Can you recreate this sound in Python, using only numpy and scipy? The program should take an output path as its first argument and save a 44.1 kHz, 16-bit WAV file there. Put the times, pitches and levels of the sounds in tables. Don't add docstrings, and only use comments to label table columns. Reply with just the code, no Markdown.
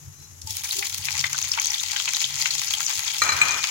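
import sys
import numpy as np
from scipy import signal
from scipy.fft import rfft, irfft
from scipy.io import wavfile

SR = 44100
rng = np.random.default_rng(int(sys.argv[2]) if len(sys.argv) > 2 else 0)


def persist_wave(psi):
    counts = np.round(np.clip(psi, -1, 1) * 32767).astype(np.int16)
    wavfile.write(sys.argv[1], SR, np.atleast_2d(counts).T)


N = 163170
TIME = np.arange(N) / SR


def from_db(db):
    return 10 ** (np.asarray(db) / 20)


def rms_one(x):
    return x / np.sqrt(np.mean(x ** 2) + 1e-20)


def in_time(rows):
    s, *columns = np.transpose(rows)
    return [np.interp(TIME, s, c) for c in columns]


def at_hz(points, hz):
    f, value = np.transpose(points)
    return np.interp(np.log(hz + 1), np.log(f), value)


def band(x, low_hz, high_hz):
    edges_hz = [low_hz, min(high_hz, SR / 2 - 1000)]
    sos = signal.butter(2, edges_hz, "band", fs=SR, output="sos")
    return signal.sosfilt(sos, x + 1e-18)


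def stereo_noise():
    return rng.standard_normal((2, N))


# frequency in Hz, correlation from -1 to 1.
LIKENESS = [(100,0.98),(700,0.28),(3000,0.098)]


def coloured_noise(spectrum):
    hz = np.fft.rfftfreq(N, 1 / SR)
    mid, side = rfft(stereo_noise())
    alike = np.clip(at_hz(LIKENESS, hz), -1, 1)
    both = np.sqrt(1 + alike) * mid + np.sqrt(1 - alike) * side * [[1], [-1]]
    half_last_hz = spectrum[-1][0] / 2
    rolloff = 1 + (hz / half_last_hz) ** 4
    if ROLLOFF_AT_HALF:
        return rms_one(irfft(both * from_db(at_hz(spectrum, hz)) / rolloff, N))
    last_hz = spectrum[-1][0]
    rolloff = 1 + (hz / last_hz / 2) ** 4
    return rms_one(irfft(both * from_db(at_hz(spectrum, hz)) / rolloff, N))


ROLLOFF_AT_HALF = False


def wander(per_s):
    return rms_one(band(rng.standard_normal(N), 2.67, per_s))


def scatter(decay_s, size):
    h = rng.standard_normal((2, size)) * np.exp(-np.arange(size) / SR / decay_s)
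    return h / np.sqrt(np.sum(h ** 2, axis=1, keepdims=True))


def through(x, response):
    return signal.oaconvolve(np.atleast_2d(x), response, axes=1)[:, :N]


KITCHEN_T60_S = 0.17


def kitchen(x, wet_db):
    tail = scatter(KITCHEN_T60_S / np.log(1000), size=16000)
    return x + from_db(wet_db) * through(x, tail)


def burst(decay_s, low_hz, high_hz):
    x = band(scatter(decay_s, size=4000), low_hz, high_hz)
    return x / np.sqrt(np.sum(x ** 2, axis=1, keepdims=True)) * np.sqrt(decay_s * SR / 2)


def pitched_burst(decay_s, hz, width):
    return burst(decay_s, hz / (1 + width), hz * (1 + width))


def add(out, s, x):
    i = int(s * SR)
    out[:, i:i + x.shape[1]] += x[:, :N - i]


LARGEST_CLICK = 3


def clicks(per_s, spread_db):
    born = np.flatnonzero(rng.random(N) < per_s / SR)
    size = np.minimum(rng.exponential(1, N)[born], LARGEST_CLICK)
    sign = np.sign(rng.random(N)[born] - .5)
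    out = np.zeros(N)
    out[born] = from_db(spread_db * size) * sign
    return rms_one(out)


# frequency in Hz, relative density in dB per Hz.
RUMBLE_COLOUR = [(30,-32),(48,-15),(65,-16.5),(92,6.5),(115,-9),(300,-25)]
# time in seconds, rumble in dB before RUMBLE_TRIM_DB and flutter, boom in dB.
RUMBLE_LEVEL = [(0,-44.5,-45.5),(.3,-51.5,-59.5),(.5,-43.5,-64),(.75,-54,-68),(1.15,-47,-46),(1.75,-57,-65),(2.4,-57.5,-51.5),(3.15,-59,-63),(3.45,-45.5,-49.5),(3.7,-63.5,-66)]
# frequency in Hz, relative density in dB per Hz.
FIZZ_COLOUR = [(200,-12.5),(400,-7),(540,-20.5),(850,-11.5),(4400,-16),(6600,-4),(9200,-22),(11300,-9.5),(14000,-19)]
RUMBLE_TRIM_DB, RUMBLE_FLUTTER_DB, RUMBLE_FLUTTER_HZ, BOOM_HZ = -1, 3.5, 12, 136.4
FIZZ_DB, FIZZ_FLICKER_DB, FIZZ_FLICKER_HZ = -50, 1.2, 23.5


def background():
    rumble_db, boom_db = in_time(RUMBLE_LEVEL)
    rumble_db = rumble_db + RUMBLE_TRIM_DB + RUMBLE_FLUTTER_DB * wander(RUMBLE_FLUTTER_HZ)
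    rumble = from_db(rumble_db) * coloured_noise(RUMBLE_COLOUR)
    boom = from_db(boom_db) * rms_one(band(rng.standard_normal(N), BOOM_HZ - 10, BOOM_HZ + 10))
    fizz_db = FIZZ_DB + FIZZ_FLICKER_DB * wander(FIZZ_FLICKER_HZ)
    return rumble + boom + from_db(fizz_db) * coloured_noise(FIZZ_COLOUR)


PLATE_HZ = [4080, 5400, 6100]
RUB_AT_S, RUB_DB, RUB_FADE_S = .24, -48.5, 0.059


def plate():
    modes = sum(band(stereo_noise(), hz - 20, hz + 20) for hz in PLATE_HZ)
    swell = np.exp(-abs(TIME - RUB_AT_S) / RUB_FADE_S)
    return from_db(RUB_DB) * swell * rms_one(modes)


# start in seconds, level in dB, share on its base rather than its rim (0-1).
CLANKS = [(3.219,-14,0.02),(3.265,-25.5,0),(3.291,-16.5,0),(3.321,-20,0.05),(3.415,-12.5,0.95),(3.49,-26.5,0.86)]
# frequency in Hz, dB struck on the rim, dB struck on the base, t60 in seconds.
DISH_MODES = [(1230,-0.5,-6,0.054),(1357,-7,-7,0.053),(1530,-1,-10,0.052),(1864,-2.5,-10,0.042),(2334,0,-16,0.074),(2425,-19,10.5,0.076),(4075,0.5,-6,0.068),(6520,-4.5,-8,0.066),(7770,-16.5,-6,.05)]
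# time in seconds, level in dB.
SLIDE = [(3.22,-28),(3.36,-29),(3.46,-28.5),(3.59,-32.5),(3.64,-57)]
# frequency in Hz, relative density in dB per Hz.
COUNTER_COLOUR = [(60,-38),(240,-10),(550,-5),(900,0.5),(1300,6.5),(2200,1),(3300,-8),(7000,-46)]
KNOCK_DB, KNOCK_S, SLIDE_RING_DB = -11.5, 0.0057, -11
DISH_ROOM_DB, DISH_TAIL_S = -9, 0.24


def dish():
    starts, levels_db, base = np.transpose(CLANKS)
    base = np.clip(base, 0, 1)
    slide = from_db(in_time(SLIDE)[0]) * (TIME > starts[0])

    rings = np.zeros((2, N))
    t = TIME[:SR // 2]
    for hz, rim_db, base_db, t60_s in DISH_MODES:
        struck_db = levels_db + rim_db + base * (base_db - rim_db)
        for start, db in zip(starts, struck_db):
            tone = np.sin(2 * np.pi * (hz * t + rng.random((2, 1))))
            add(rings, start, from_db(db - 60 * t / t60_s) * tone)
    base_hz = max(DISH_MODES, key=lambda mode: mode[2])[0]
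    singing = rms_one(band(stereo_noise(), base_hz - 10, base_hz + 10))
    rings += from_db(SLIDE_RING_DB) * slide * singing

    knock_power = 0
    for start, db in zip(starts, levels_db):
        dying = np.exp(-np.maximum(TIME - start, 0) / KNOCK_S) * (TIME >= start)
        knock_power = knock_power + (from_db(db + KNOCK_DB) * dying) ** 2
    counter = np.sqrt(knock_power + slide ** 2) * coloured_noise(COUNTER_COLOUR)
    tail = through(rings, scatter(DISH_TAIL_S, size=24000))
    return rings + from_db(DISH_ROOM_DB) * tail + counter


# start in seconds, level in dB, pitch in Hz.
THUDS = [(.47,-39,874),(.752,-37.5,378),(0.781,-30.5,387),(.81,-39,803)]
THUD_S, THUD_ATTACK_S = .028, 0.0018


def thuds():
    out, t = np.zeros((2, N)), TIME[:SR // 2]
    envelope = (1 - np.exp(-t / THUD_ATTACK_S)) * np.exp(-t / THUD_S)
    for s, db, hz in THUDS:
        ring = envelope * np.sin(2 * np.pi * hz * t)
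        add(out, s, from_db(db) * ring[None])
    return out


# start in seconds, level in dB before SLAP_TRIM_DB, pitch in Hz.
SLAPS = [(.825,-20,2100),(1.084,-18,2350),(1.24,-14,2085),(1.345,-25.5,1420),(1.537,-23,2930),(1.575,-19.5,950),(1.586,-18,2400),(1.962,-17,3130),(1.999,-20,3570),(2.077,-18,2600),(2.457,-14,2530),(3.64,-16.5,2440)]
SLAP_TRIM_DB, SLAP_S, SLAP_WIDTH, SPLASH_DB = -1, 0.0041, 0.14, -2.5


def slaps():
    out = np.zeros((2, N))
    for s, db, hz in SLAPS:
        pop = pitched_burst(SLAP_S, hz, SLAP_WIDTH)
        splash = band(burst(SLAP_S, 800, 4100), 880, 7200)
        add(out, s, from_db(db + SLAP_TRIM_DB) * (pop + from_db(SPLASH_DB) * splash))
    return out


# start in seconds, level in dB before SNAP_TRIM_DB.
SNAPS = [(.416,-27.5),(.472,-24),(.506,-20.5),(0.6425,-20.5),(0.7672,-20),(.788,-20),(1.054,-19),(1.1167,-20.5)]
SNAP_TRIM_DB, SNAP_S, SNAP_TOP_DB = -5, 0.0047, -4.5


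def snaps():
    out = np.zeros((2, N))
    for s, db in SNAPS:
        body = burst(SNAP_S, 4100, 6900)
        top = burst(SNAP_S, 4700, 11000)
        add(out, s, from_db(db + SNAP_TRIM_DB) * (body + from_db(SNAP_TOP_DB) * top))
    return out


# start in seconds, level in dB before SPIT_TRIM_DB, pitch in Hz.
SPITS = [(0.7094,-13,4070),(1.1931,-12.5,5570),(1.33,-14.5,6560),(1.387,-15.5,6500),(1.426,-14,6180),(1.517,-8,5200),(1.598,-10,6140),(1.645,-12.5,6000),(1.669,-11.5,6100),(1.7034,-12.5,5650),(1.743,-13,3540),(1.798,-16,3760),(2.147,-12,3830),(2.241,-10.5,3450),(2.4155,-11,4470),(2.506,-11.5,4400),(2.737,-10.5,3140),(2.864,-11,6100),(3.508,-12.5,6600)]
SPIT_TRIM_DB, SPIT_S, SPIT_WIDTH = -0.5, 0.0015, 0.082
SPIT_PAN_DB = -1


def spits():
    out = np.zeros((2, N))
    sides = from_db(np.array([[.5], [-.5]]) * SPIT_PAN_DB)
    for s, db, hz in SPITS:
        tick = pitched_burst(SPIT_S, hz, SPIT_WIDTH)
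        add(out, s, from_db(db + SPIT_TRIM_DB) * sides * tick)
    return out


# time in seconds, middle in dB, low crackle in dB, top fizz in dB.
SIZZLE_LEVEL = [(.5,-38.5,-49,-46),(.72,-34,-40.5,-41.5),(.95,-37,-44,-45),(1.15,-33,-36.5,-47.5),(1.5,-34,-39.5,-46.5),(2.1,-31,-38.5,-47),(2.9,-30,-35.5,-43),(3.7,-31.5,-36,-48)]
# frequency in Hz, relative density in dB per Hz.
SIZZLE_COLOUR = [(620,-34.5),(860,-6.5),(1150,-15.5),(2400,-3.5),(3600,-1),(5000,-4),(6400,1.5),(8800,-16.5),(11300,-10.5),(13400,-21.5),(15100,-11.5)]
LULLS = [.632, 1.292]
LULL_DB, LULL_S = -13, 0.0097
SIZZLE_DB, SIZZLE_ROOM_DB, SURGE_DB, SURGE_HZ = -30, -7.5, 2.5, 23.5
BUBBLES_PER_S, BUBBLE_SPREAD_DB, GRAIN_S = 80, 5, 0.001
CRACKS_PER_S, CRACK_SPREAD_DB, CRACK_DB, CRACK_TOP_DB = 45, 5, -0.5, 3.5
HISS_DB, FRESH_HISS_DB, FRESH_HISS_S = -9, 4, 0.45


def sizzle():
    together = wander(SURGE_HZ)
    levels = []
    for curve, depth in zip(in_time(SIZZLE_LEVEL), (.55, 1.3, .55)):
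        surge = SURGE_DB * (.5 * together + depth * wander(SURGE_HZ))
        levels.append(curve - np.median(curve) + surge)
    middle, low, top = levels
    cracks = [clicks(CRACKS_PER_S, CRACK_SPREAD_DB) for spot in range(3)]
    age = np.maximum(TIME - SIZZLE_LEVEL[0][0], 0)
    hiss_db = HISS_DB + FRESH_HISS_DB * np.exp(-age / FRESH_HISS_S)

    out, power = 0, 0
    edges_hz = np.geomspace(560, 17000, 21)
    for low_hz, high_hz in zip(edges_hz, edges_hz[1:]):
        hz = np.sqrt(low_hz * high_hz)
        to_low = np.interp(hz, [1800, 3300], [1, 0])
        to_top = np.interp(hz, [7000, 9500], [0, 1])
        crack_gain = from_db(CRACK_DB + CRACK_TOP_DB * to_top)
        pops = 0
        for spot in cracks:
            hits = clicks(BUBBLES_PER_S, BUBBLE_SPREAD_DB) + crack_gain * spot
            pops = pops + through(hits, scatter(GRAIN_S, size=400))
        pops = band(pops, low_hz, high_hz)
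        pops = np.array([rms_one(ear) for ear in pops])
        hiss = rms_one(band(stereo_noise(), low_hz, high_hz))
        grains = rms_one(pops + from_db(hiss_db) * hiss)
        gain = from_db(at_hz(SIZZLE_COLOUR, hz)) * np.sqrt(high_hz - low_hz)
        level_db = middle + to_low * (low - middle) + to_top * (top - middle)
        out = out + gain * grains * from_db(level_db)
        power += gain ** 2

    first_contact = np.interp(TIME, [.44, .5], [0, 1])
    dry_sizzle = from_db(SIZZLE_DB) * first_contact * out / np.sqrt(power)
    lulls = from_db(LULL_DB * sum(np.exp(-((TIME - s) / LULL_S) ** 2) for s in LULLS))
    return lulls * kitchen(dry_sizzle, SIZZLE_ROOM_DB)


HIT_ROOM_DB = -7


def scene():
    frying = sizzle()
    hits = kitchen(spits() + snaps() + slaps(), HIT_ROOM_DB)
    return frying + hits + thuds() + dish() + plate() + background()


# frequency in Hz, difference in dB.
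BALANCE = [(90,3.5),(770,1),(1800,5.5),(4200,5.5),(6400,11.5),(7800,10.5),(9500,-7.5),(15000,-4)]
PORT_LAG_S, CUTOFF_HZ = 0.001065, 15900


def record(dry):
    hz = np.fft.rfftfreq(2 * N, 1 / SR)
    half = np.array([[.5], [-.5]])
    colour = from_db(at_hz(BALANCE, hz) * half)
    lag = np.exp(-2j * np.pi * hz * PORT_LAG_S * half)
    heard = irfft(rfft(dry, 2 * N) * colour * lag)[:, :N]
    top_cut = signal.ellip(10, .3, 70, CUTOFF_HZ, fs=SR, output="sos")
    return signal.sosfilt(top_cut, np.tanh(heard))


dry = scene()
out = record(dry)
persist_wave(out)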